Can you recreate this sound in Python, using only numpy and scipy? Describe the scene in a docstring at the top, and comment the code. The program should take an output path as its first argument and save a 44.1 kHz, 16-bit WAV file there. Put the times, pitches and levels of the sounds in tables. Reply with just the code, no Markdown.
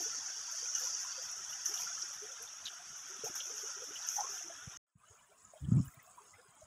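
"""A small paddle wheel turns in a shallow river, close by: shaped noise gives babble, fizz, hiss and spray,
ringing tones give the glugging, bubbles and drips, and short puffs of noise the spatter and slaps.
The sound is cut off, falls silent, then fades in on a quiet gravel bank further from the water.
There a gust of narrow-band noise around a sagging low pitch buffets the microphone,
over softer water, a rustle close by, light air and a far bird of whistling filtered noise."""
import sys
import numpy as np
from scipy import signal
from scipy.fft import rfft, irfft, next_fast_len
from scipy.io import wavfile
from scipy.ndimage import uniform_filter1d

SR = 44100
rng = np.random.default_rng(int(sys.argv[2]) if len(sys.argv) > 2 else 0)


def transcribe(signal):
    """Save signal, clipped to [-1, 1], as a 16-bit WAV file at the path in sys.argv[1]."""
    frames = np.atleast_2d(signal).T
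    limited = np.clip(frames, -1, 1)
    pcm = np.round(limited * 32767).astype(np.int16)
    wavfile.write(sys.argv[1], SR, pcm)


def elevation(decibels):
    """Turn decibel levels (scalar or array-like) into linear amplitude ratios."""
    levels = np.asarray(decibels, float)
    return 10 ** (levels / 20)


N = 293701
CUT_S, BACK_S = 4.772, 4.868  # the wheel ends, the gravel bank begins

# How hard the river runs through the wheel: time_s, flow_db
WHEEL_FLOW = [(0.0, -40), (.45, -44), (.7, -40.5), (.86, -37), (1.2, -45), (1.6, -45), (1.8, -41.5),
              (1.97, -41.5), (2.2, -48.5), (2.75, -52.5), (2.97, -50), (3.2, -49), (3.5, -45), (3.7, -44.5),
              (3.85, -48.5), (4.1, -45), (4.4, -44), (4.46, -51), (4.76, -54.5)]
# Colour of the water at the wheel, one curve for low and one for high layers: frequency_hz, relative_db (per Hz)
WHEEL_COLOURS = [(150, -47), (250, -28), (575, -21), (730, -9.5), (1130, -9), (1370, 1), (2160, -13),
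                 (3470, -9), (3860, -17.5), (4300, -26), (5590, -41.5), (9460, -120)], [(2530, -52.5),
                 (4300, -16), (5050, -16.5), (5280, -5.5), (5570, -1), (5910, -0.5), (6690, -4),
                 (7530, -20), (7940, -19), (9130, -28), (10200, -21.5), (10700, -31.5), (11000, -30),
                 (12100, -32), (15600, -36.5)]
# Colour of the water heard from the bank, low and high: frequency_hz, relative_db (per Hz)
BANK_COLOURS = [(150, -61), (250, -14), (499, -11), (696, -1.5), (842, -7.5), (995, 1), (1420, -2.5),
                (1910, -13), (3310, -15), (4300, -24), (5590, -54), (9460, -120)], [(2530, -49),
                (4300, -24), (5330, -13.5), (6000, -17), (6130, -13.5), (6510, -3.5), (7290, -7.5),
                (7900, -1), (9330, -8.5), (10200, -7), (11400, -29), (14800, -17), (15600, -11.5)]
# Bands of babble, fizz, hiss, spray and mist at the wheel: low_hz, high_hz
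WHEEL_BANDS = (150, 4300), (5100, 7400), (7400, 10600), (10600, 13200), (13200, 16000)
# Bands of babble, two treble layers and rustle at the bank: low_hz, high_hz
BANK_BANDS = (150, 4300), (4300, 7400), (7400, 10600), (10600, 16000)
# Babble, fizz, hiss, spray, mist: level_db at middle flow, flow_share (of its change in dB), splash_offset_db
WHEEL_LAYERS = [(-56, 0.25, 0), (-46, 0.94, 13.5), (-64, 0.45, -6), (-73, 0.39, -0.5), (-85.5, .5, -8)]
# A paddle or a dribble throws water: start_s, splash_db (before each layer's offset), hold_s
SPLASHES = [(0.0, -58.5, 0.041), (.5, -66.5, 0.071), (.75, -58.5, 0.1), (.99, -65, 0.027),
            (1.22, -63, 0.024), (1.49, -62, 0.016), (1.65, -54, 0.035), (1.735, -57.5, 0.081),
            (2.12, -64.5, 0.017), (2.42, -70.5, 0.022), (2.64, -64.5, 0.028), (2.95, -71, 0.059),
            (3.07, -68.5, 0.022), (3.24, -56, 0.019), (3.35, -54, 0.014), (3.43, -65.5, 0.047),
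            (3.55, -62, 0.069), (3.84, -68, .04), (3.93, -65.5, 0.032), (4.07, -56, .1), (4.29, -61.5, .07)]
# Louder spells of the deep glugging: start_s, level_db, hold_s
GLUG_SPELLS = [(0.0, -73, .2), (3.12, -68.5, 0.18), (3.45, -71, 0.11), (3.8, -62.5, 0.033),
               (4.3, -70, 0.22)]
# Flares of the wavering hiss: start_s, level_db, hold_s
WAVER_FLARES = [(1.1, -54.5, 0.064), (2.65, -58, 0.017)]
# Bubbles and drips that stand out: start_s, level_db (peak of the ring), pitch_hz, length_cycles
BUBBLES = [(0.0, -50, 761, 15), (0.0, -49, 352, 11.8), (0.0533, -53.5, 440.6, 13), (.475, -56, 968, 30),
           (.6232, -52.5, 491, 10.2), (0.6558, -47.5, 2555, 24), (0.744, -49.5, 2935, 130),
           (.8041, -56, 513, 28), (.863, -53, 1015, 23), (1.043, -50.5, 1008, 31), (1.1726, -54, 541, 21),
           (1.529, -44.5, 2953, 22), (1.687, -50, 386.7, 14.8), (1.7743, -44, 3530, 17),
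           (1.787, -48.5, 3190, 45), (1.7895, -51.5, 1002, 38), (1.82, -46, 2450, 16),
           (1.868, -40.5, 1469, 20), (2.215, -51, 421.5, 18.7), (2.2796, -57, 530, 30),
           (2.396, -60.5, 458, 21), (2.474, -47.5, 3640, 30), (2.654, -37, 3900, 28),
           (2.656, -52, 4760, 130), (2.6675, -31, 3560, 7), (2.674, -33, 3560, 8), (2.79, -54, 741, 25),
           (3.0945, -58, 391, 18.4), (3.195, -59.5, 3850, 130), (3.235, -36.5, 465.4, 11),
           (3.26, -40, 755, 16), (3.2882, -52.5, 345, 7.3), (3.403, -35, 3242, 17), (3.455, -62.5, 373, 17),
           (3.495, -52.5, 466, 11.7), (3.51, -60.5, 426, 34.5), (3.629, -47, 442.6, 13.2),
           (3.679, -61.5, 558, 21), (3.7606, -56, 418, 17.8), (3.817, -45, 482.6, 9.6),
           (3.876, -59, 297.5, 15), (3.9, -55, 409, 11.6), (3.955, -41, 2983, 47), (4.025, -48, 3940, 17),
           (4.163, -43, 839, 18), (4.1816, -34, 843, 19), (4.2016, -32.5, 796, 14.3),
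           (4.229, -45.5, 1080, 39), (4.2413, -50, 469, 9.7), (4.2863, -59.5, 414, 30),
           (4.4363, -56.5, 345, 23), (4.4945, -51.5, 675, 20), (5.033, -59, 1250, 21),
           (5.05, -69.5, 2960, 180), (5.105, -64, 450, 17), (5.17, -69, 2400, 99), (5.285, -70, 400, 16),
           (5.311, -60, 635, 20.6), (5.5346, -52.5, 654, 6.7), (5.5523, -56.5, 640, 18),
           (5.565, -64, 3230, 93), (5.644, -59, 3170, 36), (5.71, -57, 1289, 50), (5.737, -58, 1290, 14),
           (5.783, -49.5, 1134, 14), (5.8806, -59.5, 1700, 21), (5.935, -62.5, 2090, 37),
           (5.9887, -58, 1990, 51), (6.173, -51.5, 1002, 30.3), (6.06, -64, 720, 43), (6.199, -66, 420, 25),
           (6.335, -58, 2076, 48), (6.375, -62.5, 480, 20.5), (6.445, -68, 420, 17),
           (6.6123, -55, 633.5, 18)]
# Drops off the paddles and ticks of gravel: start_s, level_db (nominal, before the onset), pitch_hz
SPATTER = [(.5132, -40.5, 12100), (.9981, -48, 12600), (1.045, -47, 11780), (1.2231, -45, 11850),
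           (1.312, -38.5, 11200), (1.503, -52.5, 12030), (1.6523, -45, 11200), (1.7399, -34, 11400),
           (2.1261, -53.5, 12400), (2.23, -42, 10200), (2.3156, -52.5, 11930), (2.4226, -34.5, 11000),
           (2.7417, -47, 10200), (2.8963, -48, 10660), (3.3508, -54.5, 12200), (3.6765, -47, 11900),
           (3.7309, -48.5, 10900), (3.839, -41, 11730), (4.025, -47, 12300), (4.0667, -37, 12030),
           (5.85, -48, 14400), (5.9025, -54, 14300), (6.0267, -48, 15000)]
# Slaps that flare in the fizz: start_s, level_db (nominal, before the onset), pitch_hz
SLAPS = [(0.718, -38.5, 5750), (0.7495, -16.5, 6040), (1.6555, -16.5, 6000), (1.7385, -28, 6030),
         (2.0186, -21, 5530), (2.3186, -30, 6400), (2.656, -41, 3800), (2.677, -28, 3230),
         (2.9583, -31.5, 6100), (3.3398, -32, 6330), (3.402, -28, 3200), (3.454, -26, 6200),
         (4.05, -28, 5970), (4.085, -19, 6400), (4.1604, -21, 6220), (4.2047, -22.5, 5950),
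         (4.422, -26.5, 6270), (4.7627, -36.5, 6360), (5.081, -51, 7020), (5.446, -41.5, 7000),
         (5.468, -50.5, 6720), (5.703, -46, 7700), (5.7257, -40, 6740), (5.761, -46, 7850),
         (5.8765, -44.5, 7170), (5.9978, -51, 6300), (6.1115, -51, 6850), (6.3194, -53, 6940)]
# The far water's treble: time_s, level_db
BANK_FLOW = [(5.15, -68.5), (5.3, -72), (5.54, -70), (5.812, -66), (5.95, -68.5), (6.204, -67.5),
             (6.452, -69), (6.66, -70)]
# The two treble layers at the bank: offset_db against the treble
BANK_TREBLE_OFFSETS = (-0.5, -2)
# Stirs of gravel and cloth: start_s, level_db, hold_s
RUSTLE_STIRS = [(5.56, -78, 0.066), (5.72, -78, 0.11), (5.845, -59, .01), (5.897, -67, 0.0085),
                (6.022, -70, .01), (6.08, -79, .2)]
# The gust on the microphone: time_s, level_db
GUST = [(5.6, -53), (5.645, -43), (5.705, -41.5), (5.721, -30), (5.773, -24), (5.81, -36), (5.846, -50),
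        (5.888, -54.5), (5.91, -89)]
# Single puffs on the microphone: start_s, level_db (peak), pitch_hz, length_cycles
PUFFS = [(3.189, -55, 248, 3.4), (3.236, -54.5, 134, 3.8), (3.298, -45.5, 237, 1), (4.672, -39, 121, 1.75),
         (4.954, -54.5, 134.7, 2.1), (5.098, -59.5, 95, 3.5), (5.608, -40, 72, 6.3),
         (5.683, -28.5, 158, 2.5), (5.719, -16, 156, 2.13), (5.798, -20.5, 150, 1.75),
         (5.867, -45, 74.6, 2.2), (5.969, -52.5, 127, 3.3), (6.334, -63, 99, 4.9), (6.481, -63.5, 141, 3.2),
         (6.628, -56, 70, 1.4)]
# Colour of the light air: frequency_hz, relative_db (per Hz)
AIR_COLOUR = [(15, -47.5), (25, -14), (27, -13.5), (92, -2.5), (270, -9.5), (300, -5.5), (390, -40),
              (660, -120)]


def near_water():
    """Close water: five layers of white water swell with the flow and splashes, above glugging and a hiss."""
    babble = evened(churn(1024, 2000, 1.7, -15.5, 4.56, 1.0, 6, 3))
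    babble = babble + elevation(-10.5) * gurgle(900, 298.2, 4325, 42, 3.1, rise=0.071)
    fizz = evened(churn(512, 3000, 5.9, -6.5, 1.5, 0.93, 8, 3))
    fizz = fizz + elevation(-16.5) * gurgle(150, 5000, 7447, 102.0, 2.6, rise=0.045)
    hiss = churn(1024, 3000, 5.6, -1.2, 1.3, 0.92, 10, 3)
    spray = churn(512, 4000, 4.1, -5.5, 2.0, 1.6, 6, 6)
    layers = (babble, fizz, hiss, spray, spray)  # the mist is the top of the same spray

    flow_db = level_db(WHEEL_FLOW) + 46  # against the middle flow
    # a weak splash swells more slowly: 0.7 dB of rise time per dB below the hardest
    splash = spells(SPLASHES, rise_s=0.004, fall_db_per_s=250, soften=0.7)
    gains = []
    for steady_db, flow_share, splash_db in WHEEL_LAYERS:
        steady = elevation(steady_db + flow_share * flow_db)
        gains.append(np.hypot(steady, elevation(splash_db) * splash))
    # only hard splashes raise mist: it grows as a power of the splash, counted from this level
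    mist_power, mist_db = 1.6, -55
    mist = elevation(splash_db + mist_db) * (splash / elevation(mist_db)) ** mist_power
    gains[-1] = np.hypot(steady, mist)

    low, high = WHEEL_COLOURS
    out = glugging() + wavering_hiss(flow_db)
    for k, layer in enumerate(layers):
        out += gains[k] * coloured(layer, high if k else low, WHEEL_BANDS[k])
    return out * (np.arange(N) / SR < CUT_S)


def glugging():
    """Deep glugging under the paddles: a steady crowd of low bubbles with louder spells."""
    gain = np.hypot(elevation(-74.5), spells(GLUG_SPELLS, rise_s=0.022, fall_db_per_s=93))
    return gain * gurgle(400, 280, 800, 12, 4.2, rise=0.12)


def wavering_hiss(flow_db):
    """Narrow resonant noise under the fizz that follows the flow, fades slowly and flares."""
    pitch_hz, start_db, flow_share, fade_db_per_s = 4798, -58.5, 0.87, 2
    x = churn(1024, 1000, 2.6, -19, 4, 2.5, 10, 4)
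    hiss = evened(resonate(resonate(x, pitch_hz, 700), pitch_hz, 470))
    steady = elevation(start_db + flow_share * flow_db - fade_db_per_s * np.arange(N) / SR)
    return np.hypot(steady, spells(WAVER_FLARES, rise_s=0.01, fall_db_per_s=198)) * hiss


def churn(size, per_s, spread_db, grain_db, patchy_db, flicker_db, frames, bins):
    """White water: a wash plus droplets of uneven size, in patches and a flicker shared by all pitches."""
    wash = rng.standard_normal(N)
    drops = elevation(spread_db * np.minimum(rng.exponential(1, N), 5)) * (rng.random(N) < per_s / SR)
    x = wash + elevation(grain_db) * evened(drops * rng.choice([-1., 1.], N))
    overlap = size * 3 // 4
    z = signal.stft(x, nperseg=size, noverlap=overlap)[2]
    frames, bins = max(round(frames), 1), max(round(bins), 1)
    field = rng.standard_normal(z.shape[::-1]).T
    patches = evened(uniform_filter1d(uniform_filter1d(field, bins, 0), frames, 1))
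    flicker = evened(uniform_filter1d(rng.standard_normal(z.shape[1]), frames))
    z = z * elevation(patchy_db * patches + flicker_db * flicker)
    return signal.istft(z, nperseg=size, noverlap=overlap)[1][:N]


def gurgle(per_s, lo_hz, hi_hz, cycles, spread_db, rise):
    """Countless small bubbles at 36 pitches, random in time and size; the higher ones come more often."""
    out = np.zeros(N)
    for hz in np.geomspace(lo_hz, hi_hz, num=36):
        size = elevation(spread_db * np.minimum(rng.exponential(1, N), 5))
        hits = size * (rng.random(N) < per_s / 36 / SR * hz / 1000)
        out += hz * signal.oaconvolve(hits, tone(0, hz, cycles, rise))[:N]
    return evened(out)


def droplets():
    """Bubbles and drips ring briefly; spatter and slaps are puffs of hiss; none sound in the silent gap."""
    out = np.zeros(N + SR)
    for s, db, hz, cycles in BUBBLES:
        rise = 0.18 * min(15.6 / cycles, 1)  # share the pitch climbs; long rings climb less
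        add(out, s, bubble(db, hz, cycles, rise, rough=0.4))
    for s, db, hz in SPATTER:
        add(out, s, burst(db, hz, t60=0.031, width_hz=1700))
    for s, db, hz in SLAPS:
        add(out, s, burst(db, hz, t60=0.043, width_hz=650))
    t = np.arange(N) / SR
    return out[:N] * ((t < CUT_S) | (t > BACK_S))


def bubble(db, hz, cycles, rise, rough):
    """A ringing bubble, with a blurred froth of like pitch that outlasts it."""
    ring = tone(db, hz, cycles, rise)
    u = np.linspace(0, 1, num=2 * len(ring))
    width_hz = hz * 0.19
    noise = rng.standard_normal(SR // 2)
    froth = evened(resonate(resonate(noise, hz, width_hz), hz, width_hz)[-len(u):])
    swell = np.sin(np.pi * u ** 0.58) ** 2
    return np.pad(ring, (0, len(ring))) + rough * elevation(db) * froth * swell


def burst(db, hz, t60, width_hz):
    """A puff of noise around hz with a quick start, falling 60 dB in t60 seconds."""
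    t = np.arange(8000) / SR
    noise = rng.standard_normal(len(t))
    hiss = evened(resonate(resonate(noise, hz, width_hz), hz, width_hz))
    onset = 1 - np.exp(-t / 0.0031)
    return elevation(db - 60 * t / t60) * onset * hiss / 2


def far_water():
    """Water from the bank: patchy babble and two layers of fine treble share one level curve, with a rustle."""
    babble = evened(churn(1024, 2000, 3, -14, 5, .8, 10, 3))
    babble = babble + elevation(-8.5) * gurgle(400, 301.6, 4300, 60, 4.2, rise=.04)
    trebles = (churn(1024, 1600, 6.3, -3, 4.4, 2.8, 10, 3),
               churn(512, 1300, 5.3, -2, 3.5, 2, 8, 3))
    low, high = BANK_COLOURS
    treble_db = level_db(BANK_FLOW)
    out = rustle() + elevation(treble_db + 2) * coloured(babble, low, BANK_BANDS[0])
    for x, offset_db, band_hz in zip(trebles, BANK_TREBLE_OFFSETS, BANK_BANDS[1:]):
        out += elevation(treble_db + offset_db) * coloured(x, high, band_hz)
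    t = np.arange(N) / SR
    # barely heard at first, then an even fade in over 0.16 s
    fade = np.clip((t - 4.947) / 0.16, elevation(-28), 1)
    return out * fade * (t > BACK_S)


def rustle():
    """Gravel and cloth close by: grainy noise in the highest treble, steady with brief stirs."""
    x = churn(512, 800, 4.8, -1, 2.5, 2, 5, 8)
    gain = np.hypot(elevation(-81), spells(RUSTLE_STIRS, rise_s=0.0073, fall_db_per_s=245.5))
    return gain * coloured(x, BANK_COLOURS[1], BANK_BANDS[3])


def wind():
    """Wind at the microphone: a gust and single low puffs, over lumpy light air."""
    out = light_air()
    for s, db, hz, cycles in PUFFS:
        add(out, s, tone(db, hz, cycles, rise=-0.026))  # a puff sags in pitch
    add(out, GUST[0][0], gust())
    return out


def gust():
    """The microphone's membrane drums around one low pitch that sags, with an octave and a faint roar."""
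    s, db = np.transpose(GUST)
    span = np.arange(s[0], s[-1], 1 / SR)
    hz = 134.2 - 57 * (span - s[0])  # sags 57 Hz per second
    drum = rng.standard_normal(len(span))
    for width_hz in (30, 105, 160):
        drum = resonate(drum, hz, width_hz)
    drum /= abs(signal.hilbert(drum)) ** 0.78 + 1e-6  # the membrane swings to a fairly even depth
    drum = signal.sosfilt(signal.butter(3, (65, 250), "band", fs=SR, output="sos"), drum)
    drum = evened(drum)
    noise = rng.standard_normal(len(span))
    roar = signal.sosfilt(signal.butter(2, (250, 700), "band", fs=SR, output="sos"), noise)
    octave = resonate(drum ** 2, 2 * hz, 160)  # uneven swings add the octave
    drum = drum + elevation(-14.5) * evened(octave) + elevation(-32.5) * evened(roar)
    return elevation(np.interp(span, s, db)) * evened(drum) * signal.windows.tukey(len(span), .1)


def light_air():
    """Low noise whose level wanders in lumps, a little weaker at the bank and absent between the places."""
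    t = np.arange(N) / SR
    lumps = evened(uniform_filter1d(rng.standard_normal(N), 2000))
    air = coloured(rng.standard_normal(N), AIR_COLOUR, (15, 260))
    place = (t < CUT_S) + elevation(-1.5) * (t > 4.97)
    return elevation(-80 + 3.9 * lumps) * air * place


def bird():
    """A faint far bird: noise through a narrow resonance that slowly falls makes a thin whistle."""
    out = np.zeros(N)
    t = np.arange(0, 0.3, 1 / SR)
    hz = 5330 - 1600 * t
    note = evened(resonate(resonate(rng.standard_normal(len(t)), hz, 120), hz, 130))
    add(out, 6.25, elevation(-78) * note * signal.windows.tukey(len(t), .6))
    return out


def tone(db, hz, cycles, rise):
    """A soft-edged burst of a few cycles whose pitch glides by the share rise."""
    u = np.arange(0, 1, hz / max(cycles, 1) / SR)
    swell = np.sin(np.pi * u ** 0.66) ** 2
    return elevation(db) * swell * np.sin(2 * np.pi * cycles * (u + rise * (u ** 2 - u) / 2))


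def resonate(x, hz, width_hz):
    """A resonance: shifts the curve hz down to zero, smooths, and shifts back."""
    turn = np.exp(2j * np.pi * np.cumsum(hz * np.ones(len(x))) / SR)
    r = np.exp(-np.pi * width_hz / SR)
    return 2 * (turn * signal.lfilter([1 - r], [1, -r], x / turn)).real


def coloured(x, points, band_hz):
    """Gives x a spectrum inside a soft-edged band, rms 1."""
    size = next_fast_len(len(x))
    hz = np.fft.rfftfreq(size, 1 / SR) + 1
    edges = 1 / np.sqrt((1 + (band_hz[0] / hz) ** 60) * (1 + (hz / band_hz[1]) ** 60))
    return evened(irfft(rfft(x, size) * elevation(read(points, hz)) * edges, size)[:len(x)])


def read(points, hz):
    """Reads a spectrum on a log-frequency axis."""
    f, value = np.transpose(points)
    return np.interp(np.log(hz + 1), np.log(f + 1), value)


def level_db(rows):
    """A curve of time_s, level_db read at every sample."""
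    return np.interp(np.arange(N) / SR, *np.transpose(rows))


def spells(rows, rise_s, fall_db_per_s, soften=0):
    """Gain of a row of swells, each with rise, hold and an even fall in dB; weaker ones may rise more slowly."""
    t, power = np.arange(N) / SR, np.zeros(N)
    top_db = max(row[1] for row in rows)
    for s, db, hold_s in rows:
        rise = rise_s * elevation(soften * (top_db - db))
        after = np.maximum(t - s - rise - hold_s, 0)
        power += (np.clip((t - s) / rise, 0, 1) * elevation(db - fall_db_per_s * after)) ** 2
    return np.sqrt(power)


def evened(x):
    """Scales to rms 1."""
    return x / np.sqrt(np.mean(x ** 2) + 1e-20)


def add(mix, s, sound):
    """Mixes a sound in at time s."""
    part = mix[round(s * SR):][:len(sound)]
    part += sound[:len(part)]


def scene():
    """Both places with all their sources, one channel."""
    return (near_water() + droplets() + far_water() + wind() + bird())[None]


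def low_pass(x):
    """Removes everything above the highest recorded frequency."""
    return signal.sosfilt(signal.butter(12, 15710, fs=SR, output="sos"), x)


def record(dry):
    """The microphone drops the deepest bass, and the treble ends steeply."""
    mix = signal.sosfilt(signal.butter(2, 45, "high", fs=SR, output="sos"), dry)
    treble_end = signal.firwin(1023, 15640, window=("kaiser", 10), fs=SR)
    mix = signal.oaconvolve(mix, treble_end[None], "same")
    return low_pass(mix)


dry = scene()
out = record(dry)
transcribe(out)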